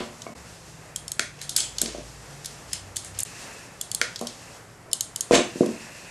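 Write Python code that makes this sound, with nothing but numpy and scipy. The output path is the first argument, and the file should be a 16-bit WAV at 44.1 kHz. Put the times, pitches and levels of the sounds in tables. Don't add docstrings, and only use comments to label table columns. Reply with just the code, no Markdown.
import sys
import numpy as np
from scipy import signal
from scipy.fft import rfft, irfft
from scipy.io import wavfile
from scipy.ndimage import uniform_filter1d

SR = 44100
rng = np.random.default_rng(int(sys.argv[2]) if len(sys.argv) > 2 else 0)


def transcribe(signal):
    frames = np.atleast_2d(signal).T
    limited = np.clip(frames, -1, 1)
    pcm = np.round(limited * 32767).astype(np.int16)
    wavfile.write(sys.argv[1], SR, pcm)


N = 269342
T = np.arange(N) / SR

# pitch_hz, gain_db, t60_s
STEEL_MODES = [(1530, 2.5, 0.039), (3137, 6, 0.02), (3400, 5, 0.024), (4560, 6.5, 0.027),
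               (5140, 8.5, 0.022), (6260, 10.5, 0.017), (7100, 11, 0.011), (7740, 11, 0.014),
               (8870, 3, 0.022)]
# start_s, level_db, ping_hz
PAWL_TICKS = [(0.96, -25, 3206), (1.0799, -31.5, 5360), (1.1176, -27.5, 6580), (3.8118, -24.5, 3370),
              (3.915, -27, 4440), (3.9475, -22.5, 4370), (4.931, -18, 3030), (5.008, -20.5, 6500),
              (5.1602, -26, 3040), (5.2077, -21, 6600)]
# start_s, level_db, body_db, edge_db
RELEASE_CLACKS = [(1.194, -14, -1.5, -1.5), (4.014, -14, -1, -5.5)]
# start_s, level_db, body_db, edge_db, room_db, ping_hz
# The row at 3.249 s is the short high pip as the sound returns after the second level dip.
CLINKS_AND_PIP = [(0.2188, -35, -28, -4.5, -4.5, 3020), (1.4141, -33, -9.5, 2, 4, 3960),
                  (1.493, -24.5, -30, 2, -1, 3470), (1.5627, -15, -16.5, 1, -11, 5300),
                  (1.565, -25.5, -28, 9, 6.5, 7930), (1.579, -26, -11, -3, -21, 7700),
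                  (1.6029, -21, -17, -3, 0, 7950), (1.7833, -21, -22, -9, -4, 4380),
                  (1.815, -19, -16, 6, -4.5, 7800), (1.858, -27, -7, -12, -2.5, 4500),
                  (2.4455, -33.5, -10, 1, 2, 5200), (2.4577, -30, -28, 4, -10, 5260),
                  (2.7306, -25, -13, 5, -4, 5110), (2.9595, -28.5, -23, -0.5, -0.5, 7280),
                  (2.9663, -25.5, -18, 5, -4, 7200), (3.046, -40, -6, 8, 5, 6600),
                  (3.1881, -31.5, -30, 14, -4, 8850), (3.2028, -37.5, -8, 17, -7, 8500),
                  (3.232, -39.5, -15, 19.5, -28, 9100), (3.249, -43, -20, 1, -19, 7200),
                  (4.159, -27.5, -16, -10, -6.5, 4750), (4.1908, -35.5, -27, -2, -4, 4000),
                  (4.211, -37, -20, 3.5, 0.5, 7000), (4.2698, -25.5, -22, -4.5, -3, 4560),
                  (4.914, -40.5, -17, -3, 2, 5260), (5.32, -28, 6, -8, 8, 6360),
                  (5.66, -34.5, -28, -0.5, -12, 7680)]


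def crimping_tool():
    cracks, rings = np.zeros((2, 3, N)), np.zeros((2, N))
    t = np.arange(4096) / SR
    snap_t60_s, clink_t60_s = .0075, .015
    pawl_body_db, pawl_edge_db, pawl_room_db = -25, 7.5, -6.5
    release_room_db, release_ping_hz = -3.5, 1430
    ticks = [(start_s, db, pawl_body_db, pawl_edge_db, pawl_room_db, ping_hz, snap_t60_s)
             for start_s, db, ping_hz in PAWL_TICKS]
    ticks += [(*row, release_room_db, release_ping_hz, snap_t60_s) for row in RELEASE_CLACKS]
    ticks += [(*row, clink_t60_s) for row in CLINKS_AND_PIP]
    for start_s, db, body_db, edge_db, room_db, ping_hz, t60_s in ticks:
        attack = 1 - np.exp(-t / (.1 * t60_s))
        crack = attack * 10 ** (-3 * t / t60_s) * rng.standard_normal(len(t))
        ping = steel_ping(t, body_db, edge_db, ping_hz)
        impulse = np.array([np.sqrt(np.sum(crack ** 2))])
        for path, (path_db, pulse) in enumerate(((0, crack), (room_db, impulse))):
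            add(rings[path], start_s, undb(db + path_db) * ping)
            for register, register_db in enumerate((body_db, 0, edge_db)):
                add(cracks[path, register], start_s, undb(db + register_db + path_db) * pulse)
    body = undb(23.5) * band(band(cracks[:, 0], 1380, 2500), 1300, 3000)
    middle = undb(17) * band(band(cracks[:, 1], 3100, 6800), 3000, 9000)
    edge = undb(13) * band(cracks[:, 2], 6200, 11600)
    return body + middle + edge + undb([[-14], [-21]]) * rings


def steel_ping(t, body_db, edge_db, ping_hz):
    mode_hz, mode_db, t60_s = np.transpose(STEEL_MODES)[:, :, None]
    share, shift = rng.standard_normal((2, len(STEEL_MODES), 1))
    register_db = np.interp(mode_hz, [1500, 3000, 5500, 7000], [body_db, 0, 0, edge_db])
    distance_hz = np.abs(mode_hz - ping_hz)
    nearest = distance_hz == distance_hz.min()
    pitch_hz = np.where(nearest, ping_hz, mode_hz * (1 + .02 * shift))
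    level_db = mode_db + register_db + 7.5 * nearest + 3 * share
    modes = undb(level_db - 60 * t / t60_s) * np.sin(2 * np.pi * pitch_hz * t)
    attack = 1 - np.exp(-t / .0007)
    return attack * modes.sum(axis=0)


# pitch_hz, gain_db, t60_s
BENCH_MODES = [(234, -9, 0.28), (318, -15.5, 0.11), (275.6, -11.5, 0.18), (358.7, -3, 0.14),
               (418, 4, 0.035), (506, 2.5, 0.065), (606, 7, 0.042), (661, 1.5, 0.059), (719, 5.5, 0.03),
               (1025, 13, 0.014), (2250, -5.5, 0.037)]
# start_s, level_db, contact_ms, ring_hz
BENCH_KNOCKS = [(0.003, -20.5, 2.7, 245), (0.265, -32.5, 0.11, 2250), (0.298, -22.5, 4.8, 234),
                (1.193, -31, 0.91, 402), (1.8161, -32.5, 1.04, 397), (1.831, -22.5, 2.27, 224),
                (1.88, -25, 2.5, 393), (1.946, -33.5, 1.2, 600), (1.981, -30.5, 2, 704),
                (4.013, -35, 0.57, 503), (4.2114, -25, 1.02, 230), (4.222, -35.5, 0.57, 740),
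                (5.3082, -11.5, 1.08, 500), (5.333, -6.5, 1.7, 278), (5.348, -18.5, 1.05, 660),
                (5.38, -15, 1.17, 353), (5.555, -19, 2.65, 310), (5.606, -2, 2.19, 308),
                (5.631, -23, 0.89, 360), (5.661, -21, 2.9, 227)]


def bench_knocks():
    board = np.zeros(N)
    lag_s = .001566
    for start_s, db, contact_ms, ring_hz in BENCH_KNOCKS:
        pulse = np.hanning(max(int(contact_ms * SR / 1000), 3) + 2)
        push = np.pad(-undb(db) * pulse / pulse.sum(), (0, SR // 4))
        for hz, mode_db, t60_s in BENCH_MODES:
            share, shift = rng.standard_normal(2)
            lift_db = 10.7 * np.exp(-(np.log2(hz / ring_hz) / .11) ** 2)
            mode = ring(push, hz * (1 + .017 * shift), t60_s)
            add(board, start_s + lag_s, undb(mode_db + 2 * share + lift_db) * mode)
    return undb(-9) * band(board, 200, 3000)


# peak_s, level_db, rise_s, t60_s
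BENCH_SCUFFS = [(0.002, -33, 0.0022, 0.34), (1.85, -48.5, 0.065, 0.39), (4.89, -43.5, 0.032, 0.47),
                (5.33, -25, 0.023, 0.32)]


def bench_scuffs():
    force = rng.standard_normal(N) * undb(5 * walk(120))
    drag = unit(sum(undb(db) * ring(force, hz, t60_s) for hz, db, t60_s in BENCH_MODES))
    return drag * sum(burst(*row) for row in BENCH_SCUFFS)


# start_s, level_db, pitch_hz, t60_s
BENCH_JOLT = (5.318, -33, 68, .25)


def bench_thump():
    start_s, db, hz, t60_s = BENCH_JOLT
    age_s = np.maximum(T - start_s, 0)
    return undb(db - 60 * age_s / t60_s) * np.sin(2 * np.pi * hz * age_s)


# peak_s, level_db, rise_s, t60_s, bright_share, ring_share, ring_hz
RATTLES = [(0.002, -31, 0.0081, 0.11, 0.17, 0, 3100), (1.43, -42.5, 0.092, 0.051, 0.72, 0.1, 4370),
           (1.571, -33, 0.022, 0.46, 1, 0.94, 7340), (1.572, -31, 0.01, 0.29, 0.92, 0.6, 3450),
           (1.83, -35.5, 0.068, 0.66, 0.72, 0, 5230), (2.735, -31, 0.02, 0.11, 0.95, 0.58, 5350),
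           (3.2, -39.5, 0.059, 0.12, 1, 0.2, 8400), (5.355, -12.5, 0.045, 0.1, 0.53, 0.08, 7060)]


def loose_parts():
    t60_ratio = 1.8
    grains = rng.standard_normal(N) * undb(4 * walk(340) + 1.2 * walk(60))
    dull, bright = unit(band(grains, 780, 4200)), unit(band(grains, 1900, 7720))
    mode_hz, mode_db, _ = np.transpose(STEEL_MODES[1:])
    modes = np.array([ring(grains, hz, t60_ratio * t60_s) for hz, _, t60_s in STEEL_MODES[1:]])
    out = np.zeros(N)
    for peak_s, db, rise_s, t60_s, bright_share, ring_share, ring_hz in RATTLES:
        lift_db = 12 * np.exp(-(np.log2(mode_hz / ring_hz) / .1) ** 2)
        ringing = unit(undb(mode_db + lift_db) @ modes)
        treble = (1 - ring_share) * bright + ring_share * ringing
        out += burst(peak_s, db, rise_s, t60_s) * ((1 - bright_share) * dull + bright_share * treble)
    return out


# time_s, level_db
SLEEVE_LEVELS = [(0, -50), (.3, -53.5), (.55, -49.5), (.9, -55), (1.35, -57.5), (2, -51.5), (2.6, -49),
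                 (2.9, -54.5), (3.25, -48), (3.45, -43), (3.75, -54), (4.35, -50), (4.56, -48.5),
                 (4.62, -56), (4.9, -62), (5.55, -47), (5.8, -45.5), (6.11, -49)]
# freq_hz, density_db
SLEEVE_SPECTRUM = [(2500, -1), (3500, -1), (5000, 2.5), (7500, 2.5), (10000, -6), (13000, -14)]


def sleeves():
    level_db = np.interp(T, *np.transpose(SLEEVE_LEVELS))
    return undb(level_db + 1.6 * walk(25)) * coloured(SLEEVE_SPECTRUM), level_db


# time_s, level_db
SCRAPE_LEVELS = [(3.1, -61.5), (3.26, -48.5), (3.6, -51), (3.85, -66), (4.5, -53), (4.65, -90),
                 (5.5, -49.5), (5.75, -47.5), (6.11, -50)]
# freq_hz, density_db
SCRAPE_SPECTRUM = [(1300, -12), (1700, 3), (2300, -2.5), (2620, 6), (2900, -2.5)]


def cloth_scrape():
    level_db = np.interp(T, *np.transpose(SCRAPE_LEVELS))
    return undb(level_db + 1.5 * walk(15)) * coloured(SCRAPE_SPECTRUM)


# freq_hz, density_db
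BROAD_SPECTRUM = [(150, 5.5), (250, 2.5), (600, 3), (1000, 0), (2000, -3.5), (4000, -19), (8000, -15),
                  (13000, -20.5)]
RUMBLE_SPECTRUM = [(70, -32), (115, 5.5), (170, 3.5), (250, -19)]
DEEP_SPECTRUM = [(30, -6), (56, -1), (72, -6), (110, 5)]


def background_noise(sleeve_db):
    swell_db = .26 * (sleeve_db + 50)
    broad_gain = undb(-48 + swell_db + 1.2 * walk(14))
    rumble = undb(-55.5 + swell_db) * coloured(RUMBLE_SPECTRUM)
    deep = undb(-58) * coloured(DEEP_SPECTRUM)
    return broad_gain * coloured(BROAD_SPECTRUM) + rumble + deep, broad_gain * coloured(BROAD_SPECTRUM)


# time_s, pitch_hz, low_partial_db, middle_partial_db, high_partial_db
ENGINE_TRACK = [(0.35, 68, -46, -68, -68), (0.5, 67.94, -59, -55, -55), (0.87, 61.2, -60, -69, -56),
                (1.45, 57.4, -63, -66, -50.5), (1.65, 53.3, -59, -66, -58), (1.99, 54.9, -47, -62, -62),
                (2.42, 57.07, -59, -91, -51), (2.82, 63.8, -53, -50, -62.5), (3.24, 65.8, -52, -50.5, -63)]


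def far_engine():
    time_s, pitch_hz, *partials_db = np.transpose(ENGINE_TRACK)
    phase = 2 * np.pi * np.cumsum(np.interp(T, time_s, pitch_hz)) / SR
    fade = np.clip(np.minimum(T - time_s[0], time_s[-1] - T) / .02, 0, 1)
    out = np.zeros(N)
    for ratio, db in zip((1, 1.5, 2.5), partials_db):
        out += undb(np.interp(T, time_s, db) + 2.9 * walk(8.74)) * np.sin(ratio * phase)
    return np.sqrt(2) * fade * out


def mains_hum(pitch_hz=117, rms_db=-58.5):
    return np.sqrt(2) * undb(rms_db + 2.7 * walk(6.06)) * np.sin(2 * np.pi * pitch_hz * T)


def room(x, delay_s=.008, t60_s=.33):
    t = np.arange(int(.5 * SR)) / SR
    low = band(rng.standard_normal(len(t)), 120, 3500) * 10 ** (-3 * t / t60_s)
    high = band(rng.standard_normal(len(t)), 4100, 9900) * 10 ** (-3 * t / (.84 * t60_s))
    tail = np.concatenate([np.zeros(int(delay_s * SR)), low + .92 * high])
    return signal.fftconvolve(x, tail / np.sqrt(np.sum(tail ** 2)))[:N]


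def undb(db):
    return 10 ** (np.asarray(db) / 20)


def unit(x):
    return x / np.sqrt(np.mean(x ** 2))


def band(x, lo_hz, hi_hz):
    return signal.sosfilt(signal.butter(3, [lo_hz, hi_hz], "bandpass", fs=SR, output="sos"), x)


def add(out, start_s, x):
    i = int(start_s * SR)
    out[i:i + len(x)] += x[:N - i]


def ring(x, hz, t60_s):
    radius, angle = np.exp(-np.log(1000) / (t60_s * SR)), 2 * np.pi * hz / SR
    return signal.lfilter([np.sin(angle)], [1, -2 * radius * np.cos(angle), radius ** 2], x)


def walk(rate_hz):
    hold = int(SR / rate_hz)
    return uniform_filter1d(np.repeat(rng.standard_normal(N // hold + 1), hold), hold)[:N]


def coloured(spectrum):
    hz, db = np.transpose(spectrum)
    bin_hz = np.maximum(np.fft.rfftfreq(N, 1 / SR), 1)
    gain = undb(np.interp(np.log(bin_hz), np.log(hz), db, left=-60, right=-60))
    return unit(irfft(rfft(rng.standard_normal(N)) * gain, N))


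def burst(peak_s, level_db, rise_s, t60_s, climb_db=12):
    shape_db = np.where(T < peak_s, climb_db / rise_s, -60 / t60_s) * (T - peak_s)
    return undb(level_db + shape_db) * (T > peak_s - rise_s)


def scene():
    tool, tool_feed = crimping_tool()
    bench = bench_knocks() + bench_scuffs() + bench_thump()
    rattles = loose_parts()
    room_feed = undb(-4.5) * (tool_feed + undb(-3.5) * bench + rattles)
    mid = tool + bench + rattles + room(room_feed)
    rustle, sleeve_db = sleeves()
    mid += rustle + cloth_scrape()
    noise_mid, noise_side = background_noise(sleeve_db)
    mid += noise_mid + mains_hum() + far_engine()
    diffuse = undb(2.5) * room(room_feed) + noise_side
    brightened = signal.lfilter([3, -2.2], 1, diffuse)
    side = undb(-13) * band(band(brightened, 292, 3100), 292, 3100)
    return np.array([mid + side, mid - side])


# start_s, end_s, fade_s
LEVEL_DIPS = [(.341, .348, .006), (3.236, 3.249, .002)]


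def record(dry, dip_gain=.12, cutoff_hz=12500):
    gain = np.ones(N)
    for start_s, end_s, fade_s in LEVEL_DIPS:
        gain *= np.clip(np.maximum(start_s - T, T - end_s) / fade_s, dip_gain, 1)
    rounded = np.tanh(.9 * dry * gain) / .9
    return signal.sosfilt(signal.ellip(10, .2, 70, cutoff_hz, fs=SR, output="sos"), rounded)


dry = scene()
out = record(dry)
transcribe(out)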